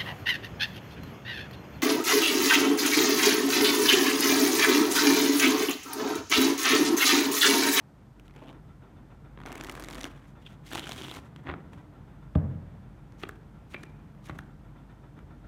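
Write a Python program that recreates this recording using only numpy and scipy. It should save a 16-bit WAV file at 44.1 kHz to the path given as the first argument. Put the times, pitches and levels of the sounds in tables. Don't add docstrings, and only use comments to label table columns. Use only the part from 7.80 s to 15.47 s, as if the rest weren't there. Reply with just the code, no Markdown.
import sys
import numpy as np
from scipy import signal
from scipy.fft import rfft, irfft
from scipy.io import wavfile
from scipy.ndimage import uniform_filter1d

SR = 44100
rng = np.random.default_rng(int(sys.argv[2]) if len(sys.argv) > 2 else 0)


def waveform_to_disk(signal):
    frames = np.transpose(np.atleast_2d(signal))
    scaled = np.clip(frames, -1, 1) * 32767
    samples = np.round(scaled).astype(np.int16)
    wavfile.write(sys.argv[1], SR, samples)


def ratio(d):
    e = np.asarray(d, float) / 20
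    return 10 ** e


N = 338247
TIME = np.arange(N) / SR

# f/Hz, level/dB (per Hz)
RUMBLE_SPECTRUM = [(34, -40), (58, -6), (70, -3), (103, -4.5), (140, 1.5), (184, -7), (216, -7.5),
                   (247, -26), (300, -9.5), (390, -45), (660, -120)]
# f/Hz, level/dB (per Hz)
TRAFFIC_SPECTRUM = [(140, -13.5), (230, -1), (552, -11.5), (949, -12), (1150, -16.5), (1360, -16),
                    (1690, -20.5), (1850, -21.5), (2840, -29), (3530, -30), (5000, -55), (6500, -44.5),
                    (11000, -120)]
# f/Hz, level/dB (per Hz)
HISS_SPECTRUM = [(2350, -23.5), (4000, -3.5), (4890, -5), (6350, -7), (9330, -8.5), (10400, -14.5),
                 (11300, -10), (14600, -13.5), (15300, -24), (15700, -65)]
# t/s, level/dB
STREET_LEVEL = [(0, -54), (.4, -54.5), (.62, -52), (1.4, -51), (2.5, -51.5), (3.9, -48.5), (4.3, -50.5),
                (5.1, -49.5), (5.7, -50.5), (6.3, -49), (6.9, -51), (7.68, -50.5)]
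# t/s, level/dB
ENGINE_LEVEL = [(0, -65), (.4, -50), (1.1, -54.5), (2.15, -43.5), (2.55, -49), (3.3, -59), (3.9, -56),
                (4.4, -48), (5.7, -50.5), (6.3, -53.5), (6.95, -47), (7.3, -55), (7.68, -45)]
# first t/s, last t/s, peak level/dB
HAMMER_RUNS = [
    (.44, .544, -64),
    (0.7325, 1.44, -58.5),
    (2.55, 2.69, -58),
    (3.428, 3.428, -59.5),
    (3.83, 4.413, -61),
    (4.702, 5.17, -63),
    (5.32, 5.738, -65),
    (6.149, 6.271, -69),
    (6.684, 6.826, -64),
    (6.954, 7.634, -59),
]
# f/Hz, level/dB, time to fall 60 dB t/s
STEEL_MODES = [(983, -16, 0.052), (1360, 2.5, 0.12), (1820, -12, 0.15), (2300, -14.5, 0.14),
               (3484, -5.5, 0.046)]
# f/Hz, level/dB, time to fall 60 dB t/s
TABLE_MODES = [(78.6, -2, 0.19), (88.6, -11, 1.0), (132.5, -13, 0.8), (150, 0, 0.012), (230, 2, .006),
               (160.5, -5, 0.19), (197, -12.5, 0.158), (286, -11.5, 0.2), (430, -11, 0.051),
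               (616, -12.5, 0.083), (788, -18, .04), (1130, -12, 0.023)]
# f/Hz, level/dB (per Hz)
BOOM_SPECTRUM = [(55, -24), (90, -3.5), (160, 4), (220, -0.5), (320, -17.5), (580, -17), (900, -30),
                 (1600, -36), (2300, -46)]
# t/s, level/dB
BLOWS = [
    (3.685, -36.5),
    (3.724, -40.5),
    (3.84, -46),
    (4.558, -15.5),
    (6.498, -38.5),
    (6.56, -42.5),
    (7.43, -44),
]
# t/s, level/dB
LIFT = (4.5553, -23)
# start t/s, end t/s, pressure level/dB, edge hiss over it level/dB, pile over it level/dB
STROKES = [(.455, .465, -70, -1, -5), (.55, .62, -70, -8, 15), (.62, .72, -69, -9, 19),
           (1.6, 1.64, -63.5, -17, 6), (1.67, 1.8, -55.5, -11, 5.5), (1.8, 2.1, -58.5, -3, 8),
           (2.1, 2.27, -54.5, -4, 6), (2.27, 2.32, -60.5, -6, -2), (2.33, 2.46, -64, -9.5, 4),
           (2.475, 2.495, -70, 0.5, 6), (2.62, 2.63, -69, -3, 2), (2.66, 2.73, -66, -2, -10),
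           (2.84, 2.86, -66, -10, -10), (2.87, 2.915, -61, 6.5, -15), (2.92, 3.0, -52.5, 1, 3.5),
           (3.0, 3.3, -56, 1.5, 2), (3.33, 3.385, -54.5, 0, 2.5), (3.4, 3.47, -66, -4, -8),
           (3.565, 3.6, -66.5, -12, 6.5), (3.66, 3.68, -59.5, -22, 15), (3.685, 3.71, -46, -27, 8),
           (3.72, 3.8, -64, -25, 10), (3.93, 4.0, -65, -10, 7), (4.56, 4.6, -66, -28, 14),
           (4.6, 4.75, -72, -28, 12)]
# start t/s, end t/s, pressure level/dB
PUSHES = [
    (5.396, 5.434, -68),
    (5.913, 5.924, -63.5),
    (6.457, 6.46, -62.5),
]
# f/Hz, level/dB (per Hz)
EDGE_SPECTRUM = [(1760, -3.5), (3000, -5.5), (3310, -4.5), (5010, -9.5), (5990, -8), (10400, -15),
                 (14200, -19), (15800, -25), (16500, -44)]
# f/Hz, level/dB (per Hz)
BODY_SPECTRUM = [(600, -17), (900, -9), (1200, -1.5), (2000, -3.5), (2600, -9), (3400, -12), (4500, -28)]
# f/Hz, level/dB (per Hz)
PILE_SPECTRUM = [(150, -30), (260, 3), (400, -9), (700, -9), (1100, -13), (1500, -37)]
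# f/Hz, width f/Hz, level/dB
CARD_MODES = [(820, 57, -20), (1500, 860, -2.5), (2300, 1700, -18), (3320, 290, -16)]
# t/s, level/dB
TWANGS = [
    (5.436, -44),
    (5.944, -33.5),
    (5.961, -39),
    (6.001, -59),
    (6.03, -55),
    (6.062, -57),
    (6.15, -64),
]
# t/s, slap level/dB
THUMBING = [(0.539, -54), (0.5506, -52), (0.5585, -57), (0.566, -49), (0.576, -57), (0.58, -54),
            (0.5851, -54), (0.589, -51), (0.5943, -50), (0.6045, -52), (0.6141, -54), (0.6192, -57),
            (0.6249, -51), (0.632, -52), (0.6374, -49), (0.6438, -52), (0.65, -57), (0.653, -58),
            (0.6594, -51), (0.67, -50), (0.6757, -48), (0.6831, -46), (0.6914, -44), (0.6978, -48),
            (0.704, -52), (0.7104, -51)]
# t/s, slap level/dB, edge tick level/dB, slap pitch f/Hz
RIFFLE = [(1.6548, -37, -55, 820), (1.6605, -37, -42.5, 1920), (1.6848, -40, -49, 2480),
          (1.7186, -34, -41, 1800), (1.7263, -39, -36, 2140), (1.7543, -34.5, -37, 2250),
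          (1.7785, -39, -39.5, 2220), (1.8101, -32, -37.5, 2200), (1.837, -36, -34, 1490),
          (1.846, -39, -37, 2050), (1.8705, -39, -39, 2200), (1.8868, -36, -60, 1200),
          (1.896, -33, -34, 2190), (1.9138, -62, -37, 2110), (1.9219, -44, -37, 1440),
          (1.952, -36, -36.5, 2300), (1.9766, -38, -61, 1250), (1.9969, -36, -33, 1560),
          (2.0229, -42, -40, 1470), (2.0378, -37, -33, 3040), (2.045, -58, -38, 1770),
          (2.0852, -33, -37, 2270), (2.1014, -40, -39, 1490), (2.128, -51, -41, 950),
          (2.1338, -37, -43, 3540), (2.1462, -40, -37, 4240), (2.193, -50, -41, 860),
          (2.2321, -42, -38.5, 2170), (2.242, -30.5, -33, 2900), (2.2528, -33, -39, 1450)]
# t/s, slap level/dB, edge tick level/dB, slap pitch f/Hz
RIFFLE_FAINT = [(1.6675, -39, -48, 1680), (1.6724, -43, -50, 730), (1.6765, -42, -55, 990),
                (1.6901, -47, -53, 1510), (1.6951, -41, -59, 1030), (1.7061, -38, -56, 730),
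                (1.7357, -49, -57, 1590), (1.7406, -47, -59, 990), (1.7447, -49, -55, 1420),
                (1.7509, -48, -56, 1380), (1.7674, -48, -57, 1420), (1.7741, -46, -45, 2240),
                (1.7939, -46, -61, 900), (1.7988, -41, -55, 1550), (1.8038, -38, -62, 860),
                (1.8266, -44, -53, 1250), (1.8567, -43, -51, 950), (1.8664, -42, -43, 1940),
                (1.8768, -44, -52, 900), (1.9037, -41, -51, 820), (1.9401, -41, -48, 1160),
                (1.9646, -44, -52, 1590), (1.9691, -53, -49, 3100), (1.9873, -51, -63, 900),
                (2.0049, -45, -42, 900), (2.0136, -50, -52, 900), (2.0283, -44, -57, 1720),
                (2.0567, -51, -49, 3320), (2.0602, -51, -51, 2970), (2.0675, -48, -53, 900),
                (2.0744, -46, -59, 1680), (2.0922, -49, -57, 1080), (2.1092, -41, -39, 900),
                (2.1138, -44, -53, 1160), (2.1224, -45, -45, 1420), (2.1531, -39, -38.5, 1080),
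                (2.1581, -42, -46, 860), (2.1696, -43, -53, 1340), (2.1763, -44, -49, 3570),
                (2.1851, -37.5, -50, 1890), (2.2065, -44, -41, 1120), (2.2108, -43, -35.5, 3620),
                (2.2257, -51, -46, 730), (2.2653, -43, -50, 2070), (2.2722, -47, -60, 1200)]
# t/s, slap level/dB, edge tick level/dB, slap pitch f/Hz
BRIDGE = [(2.9154, -34.5, -47, 1540), (2.9323, -28.5, -31.5, 3060), (2.95, -29.5, -30.5, 3300),
          (2.955, -28, -34, 1010), (2.969, -36, -43, 2650), (2.9785, -27.5, -41, 3250),
          (2.986, -30.5, -41, 3120), (2.994, -28.5, -31, 3200), (3.0691, -34.5, -41, 1250),
          (3.092, -34, -34.5, 820), (3.1128, -33.5, -39, 3400), (3.1193, -29.5, -33, 3520),
          (3.1616, -40, -48, 1410), (3.2133, -35, -45, 3230), (3.235, -40, -45, 3400),
          (3.249, -34.5, -54, 2980), (3.283, -33.5, -44, 2940), (3.3131, -30, -38, 3600),
          (3.37, -39, -56, 1082), (3.385, -40.5, -58, 820)]
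# t/s, slap level/dB, edge tick level/dB, slap pitch f/Hz
BRIDGE_FAINT = [(2.9085, -57, -46, 3660), (2.9123, -57, -46, 3230), (2.9266, -41, -39, 2630),
                (2.9419, -43, -47, 1250), (2.9596, -37, -46, 1420), (3.0056, -42, -47, 2670),
                (3.02, -46, -49, 1290), (3.029, -40, -51, 3360), (3.04, -39, -49, 1850),
                (3.044, -45, -55, 1340), (3.058, -39, -47, 2970), (3.0741, -36, -39, 3010),
                (3.0843, -42, -50, 1940), (3.129, -46, -43, 3190), (3.1325, -47, -42, 4130),
                (3.138, -43, -47, 3450), (3.1464, -48, -46, 3230), (3.154, -49, -52, 3230),
                (3.171, -50, -53, 3010), (3.18, -47, -47, 1940), (3.1841, -47, -49, 3010),
                (3.1908, -40, -46, 3170), (3.1984, -45, -44, 2890), (3.205, -40, -47, 2760),
                (3.2197, -40, -40, 2970), (3.229, -50, -46, 3190), (3.2534, -49, -49, 2540),
                (3.2655, -43, -46, 2890), (3.2931, -52, -52, 3060), (3.304, -50, -51, 2580),
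                (3.3086, -46, -46, 3570), (3.3209, -42, -48, 1250), (3.3245, -48, -48, 3100),
                (3.331, -47, -49, 2520), (3.339, -49, -44, 2410), (3.3485, -51, -42, 2840),
                (3.3615, -43, -46, 3230), (3.3657, -48, -48, 1940), (3.3814, -46, -52, 1380),
                (3.3886, -45, -51, 2200)]
# t/s, slap level/dB, edge tick level/dB, slap pitch f/Hz
HANDLING = [(0.397, -47.5, -51.5, 2830), (0.48, -51, -54, 3020), (0.497, -53, -70, 2000),
            (0.509, -53, -64, 2200), (0.5624, -45, -53, 1110), (0.728, -48, -61, 820),
            (1.5748, -40.5, -76, 1110), (1.588, -43, -67, 990), (1.6026, -39, -55.5, 1010),
            (1.6155, -40, -59, 1360), (1.6355, -38.5, -58, 1370), (2.669, -48, -62, 2300),
            (3.5614, -40.5, -53, 3500), (3.6946, -32, -59, 1717), (3.739, -31.5, -70, 1410),
            (4.5521, -40, -63.5, 1200), (4.555, -32, -55, 1160), (5.322, -51, -60, 1060),
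            (6.349, -56, -63, 1180), (6.4886, -54, -52, 3250), (7.39, -48, -61, 1500)]
# t/s, slap level/dB, edge tick level/dB, slap pitch f/Hz
SQUARING = [(3.6363, -66, -70, 1250), (3.6397, -54.5, -67, 1340), (3.6446, -56, -69, 1590),
            (3.6518, -51.5, -69, 1810), (3.6584, -46, -71, 1770), (3.6624, -49, -70, 1030),
            (3.6665, -39, -66, 1680), (3.6708, -32.5, -60, 1770), (3.6782, -39, -65, 1680),
            (3.6841, -35, -61, 1590), (3.6896, -28.5, -68, 1770), (3.6987, -27, -65, 1770),
            (3.7069, -34.5, -73, 1640), (3.7135, -35, -68, 1480), (3.7183, -47, -71, 1380),
            (3.7264, -43, -74, 1160)]
# t/s, slap level/dB, edge tick level/dB, slap pitch f/Hz
CATCHES = [(5.4165, -50, -66, 2300), (5.4247, -45, -64, 2300), (5.4302, -45, -50, 2900),
           (5.4361, -32, -62, 1300), (5.4386, -36, -62, 2200), (5.453, -42, -66, 2200),
           (5.938, -46, -50, 3000), (5.9471, -34.5, -60, 1820), (6.476, -50, -62, 1700),
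           (6.4855, -52, -57, 2000), (6.4995, -35, -69, 1900), (6.51, -44, -65, 1900)]
# snap t/s, snap level/dB, snap pitch f/Hz, landing t/s, landing level/dB
DEALS = [
    (5.4347, -27, 3200, 5.4922, -31),
    (5.9437, -29.5, 2300, 6.0352, -35.5),
    (6.4959, -31.5, 1120, 6.5893, -33.5),
]

REBOUND_S = 0.018


def rms_one(x):
    return x / np.sqrt(np.mean(x ** 2) + 1e-20)


def peak_one(x):
    return x / np.abs(x).max()


def over_time(table):
    return np.interp(TIME, *np.transpose(table))


def colour(x, spectrum):
    hz, level_db = np.transpose(spectrum)
    grid = np.maximum(np.fft.rfftfreq(8192, 1 / SR), 1)
    curve_db = np.interp(np.log(grid), np.log(hz), level_db, left=-70, right=-70)
    cepstrum = irfft(np.log(ratio(curve_db)))
    cepstrum[1:4096] *= 2
    cepstrum[4097:] = 0
    response = rms_one(irfft(np.exp(rfft(cepstrum)))) / np.sqrt(8192)
    return signal.fftconvolve(x, response)[:len(x)]


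def drift(rate):
    r = np.exp(-80 * np.pi * rate / SR)
    slow = signal.lfilter([1], [1, -2 * r, r * r], rng.standard_normal(N // 40 + 2002))[2000:]
    return np.interp(np.arange(N) / 40, np.arange(len(slow)), rms_one(slow))


def ring(x, hz, t60):
    r, w = ratio(-60 / (t60 * SR)), 2 * np.pi * hz / SR
    return signal.lfilter([0, np.sin(w)], [1, -2 * r * np.cos(w), r * r], x + 1e-18)


def burst(noise, rise_s, fall_s):
    t = np.arange(len(noise)) / SR
    return noise * (1 - np.exp(-t / rise_s)) * np.exp(-t / fall_s)


def coloured_noise(spectrum):
    return rms_one(colour(rng.standard_normal(N), spectrum))


def microphone_hiss():
    return ratio(-79) * coloured_noise(HISS_SPECTRUM)


def street():
    busy_db = over_time(STREET_LEVEL)
    rumble = ratio(busy_db + 0.56 * drift(9)) * coloured_noise(RUMBLE_SPECTRUM)
    traffic_db = -58.5 + 0.54 * (busy_db - busy_db.mean()) + 0.83 * drift(8.7)
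    return rumble + ratio(traffic_db) * coloured_noise(TRAFFIC_SPECTRUM)


def engine():
    hum_hz = 48.3 + 1.53 * drift(3.6)
    level_db = over_time(ENGINE_LEVEL) - 2.0 + 2.2 * drift(5.9)
    return ratio(level_db) * np.sin(2 * np.pi * np.cumsum(hum_hz) / SR)


def hammer():
    gap_s, spread_db = 0.142, 1
    blows = np.zeros(N + 4096)
    for first, last, level_db in HAMMER_RUNS:
        for s in np.linspace(first, last, round((last - first) / gap_s) + 1):
            at = round(s * SR)
            puff = burst(rng.standard_normal(4096), 0.0099, 0.034)
            blows[at:at + 4096] += ratio(level_db + spread_db * rng.standard_normal()) * puff
    rings = sum(ratio(level_db - 27.5) * ring(blows, hz, t60) for hz, level_db, t60 in STEEL_MODES)
    return (rings + ratio(9) * colour(blows, TRAFFIC_SPECTRUM))[:N]


def room(x):
    t60_s, wall_cut_hz = 0.72, 1900
    out, dull = np.zeros(N), np.exp(-2 * np.pi * wall_cut_hz / SR)
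    lags = (rng.uniform(.015, .045, 10) * SR).astype(int)
    for k, lag in enumerate(lags):
        loop, gain, state = x.copy(), ratio(-60 * lag / SR / t60_s), [0.]
        for i in range(lag, N, lag):
            back, state = signal.lfilter([gain * (1 - dull)], [1, -dull], loop[i - lag:i], zi=state)
            loop[i:i + lag] += back[:N - i]
        out += (loop - x) * (-1) ** k
    return out


def knock():
    blows = np.zeros(N)
    for s, level_db in BLOWS:
        blows[round(s * SR)] = -ratio(level_db)
    swell = signal.fftconvolve(-blows, burst(np.ones(SR), 0.0073, 0.14))[:N]
    boom = swell * coloured_noise(BOOM_SPECTRUM)
    blows[round(LIFT[0] * SR)] = ratio(LIFT[1])
    contact = np.hanning(round(0.0012 * SR))
    blows = np.convolve(blows, contact / contact.sum())[:N]
    top = sum(ratio(level_db) * ring(blows, hz, t60) for hz, level_db, t60 in TABLE_MODES)
    return signal.sosfilt(signal.butter(3, 58, "high", fs=SR, output="sos"), top) + ratio(-13.5) * boom


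def stroke_gains():
    rise_db_per_s, fall_db_per_s = 801, 603
    rows = STROKES + [(start, end, level_db, 6, -8) for start, end, level_db in PUSHES]
    for s, _, _, land_s, _ in DEALS:
        rows += [(s - 0.0066, s + 0.013, -52, -19, -5),
                 (land_s, land_s + 0.075, -69, -10, 3),
                 (s, land_s + REBOUND_S, -64, -9, 3)]
    gains = np.zeros((3, N))
    for start, end, level_db, edge_db, pile_db in rows:
        near = slice(round((start - .1) * SR), round((end + .1) * SR))
        t = TIME[near]
        rise_db = rise_db_per_s * np.maximum(start - t, 0)
        fall_db = fall_db_per_s * np.maximum(t - end, 0)
        parts_db = level_db - rise_db - fall_db + np.array([[edge_db], [0], [pile_db]])
        gains[:, near] = np.maximum(gains[:, near], ratio(parts_db))
    return gains


def slides():
    catches = (rng.random(N) < 260 / SR) * 1.0
    slip = 0.65 + 0.35 * rms_one(signal.lfilter([1], [1, -.97], catches))
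    edge_gain, face_gain, pile_gain = uniform_filter1d(stroke_gains(), size=300)
    edge, face, pile = rng.standard_normal((3, N)) * slip * ratio(2.34 * drift(53))
    many = (TIME > 1.55) & (TIME < 3.74)
    face = 0.32 * rms_one(catches * np.sign(face)) * many + ratio(-4) * face
    arched = (TIME > 2.62) & (TIME < 3.33)
    arch_hz, arch_width_hz = 3250, 1230
    air = ring(ring(face, arch_hz, 2.4 / arch_width_hz), arch_hz, 2.5 / arch_width_hz)
    arch = ratio(-2.5 + 5.2 * drift(15.8)) * arched * rms_one(air)
    rubbing = rms_one(colour(face, BODY_SPECTRUM)) * ratio(-3 * arched)
    return (edge_gain * rms_one(colour(edge, EDGE_SPECTRUM)) + face_gain * (rubbing + arch)
            + pile_gain * rms_one(colour(pile + 0.72 * face, PILE_SPECTRUM)))


def twangs():
    out = np.zeros(N + 1024)
    for s, level_db in TWANGS:
        at = round(s * SR)
        puff = burst(rng.standard_normal(1024), 0.00082, 0.0026)
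        out[at:at + 1024] += ratio(level_db) * peak_one(ring(puff, 2380, 0.031))
    since = TIME - TWANGS[1][0]
    fade = (since > 0) * np.exp(-np.abs(since) / .13)
    out[:N] += ratio(-61) * fade * rms_one(ring(rng.standard_normal(N), 2370, 0.027))
    return out


def card_slap(noise, chance, hz, bright):
    puff = 0.75 * bright * burst(noise, 0.00046, 0.0018)
    puff[10] -= 3.5
    slap = 0
    for (f, width, level_db), c in zip([(hz, .28 * hz, 1)] + CARD_MODES, chance):
        slap = slap + ratio(level_db + 1.6 * c) * ring(puff, f, 2.2 / width) * np.sqrt(width)
    cut_hz = max(1.3 * hz, 1500 + 2900 * bright)
    return peak_one(signal.sosfilt(signal.butter(3, cut_hz, fs=SR, output="sos"), slap))


def all_snaps():
    rows = RIFFLE + BRIDGE + HANDLING + RIFFLE_FAINT + BRIDGE_FAINT + SQUARING + CATCHES
    for s, level_db in THUMBING:
        rows = rows + [(s, level_db, level_db - 13, 2200 + 5500 * (s - THUMBING[0][0]))]
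    land_hz = 1650
    for s, level_db, hz, land_s, land_db in DEALS:
        rows = rows + [(s, level_db, level_db - 21, hz),
                       (land_s, land_db, land_db - 12.5, land_hz),
                       (land_s - .003, land_db - 21, land_db - 9.5, land_hz),
                       (land_s + REBOUND_S, land_db - 21, land_db - 26, 1250)]
    return rows


def snaps():
    edge, body = np.zeros(N + 1024), twangs()
    for s, slap_db, tick_db, hz in all_snaps():
        at = slice(round(s * SR), round(s * SR) + 1024)
        tick, rattle = rng.standard_normal((2, 1024))
        chance = rng.standard_normal(7)
        tick = rms_one(signal.lfilter([1, 2.0 * np.tanh(chance[4])], [1], tick))
        edge[at] += ratio(tick_db + 5) * burst(tick, 0.00047, 0.0011)
        bright = np.clip(2.0 + (tick_db - slap_db) / 32, .1, 1)
        body[at] += ratio(slap_db + 5.0) * card_slap(rattle, chance, hz, bright)
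        push = ring(burst(rattle, 0.00014, 0.00094), 340 * 2 ** (0.24 * chance[5]), 0.035)
        body[at] += ratio(slap_db - 5.5 + chance[6]) * peak_one(push)
    body = signal.sosfilt(signal.butter(4, 4400, fs=SR, output="sos"), body)
    return (colour(edge, EDGE_SPECTRUM) + body)[:N]


def scene():
    background = microphone_hiss() + street() + engine() + hammer()
    cards = snaps() + slides()
    return (background + ratio(-20) * room(cards) + knock() + cards)[None]


def low_pass(x):
    return signal.sosfilt(signal.butter(12, 16630, fs=SR, output="sos"), x)


def record(dry):
    mix = signal.sosfilt(signal.butter(4, 38, "high", fs=SR, output="sos"), dry)
    return low_pass(mix)


dry = scene()
out = record(dry)
waveform_to_disk(out)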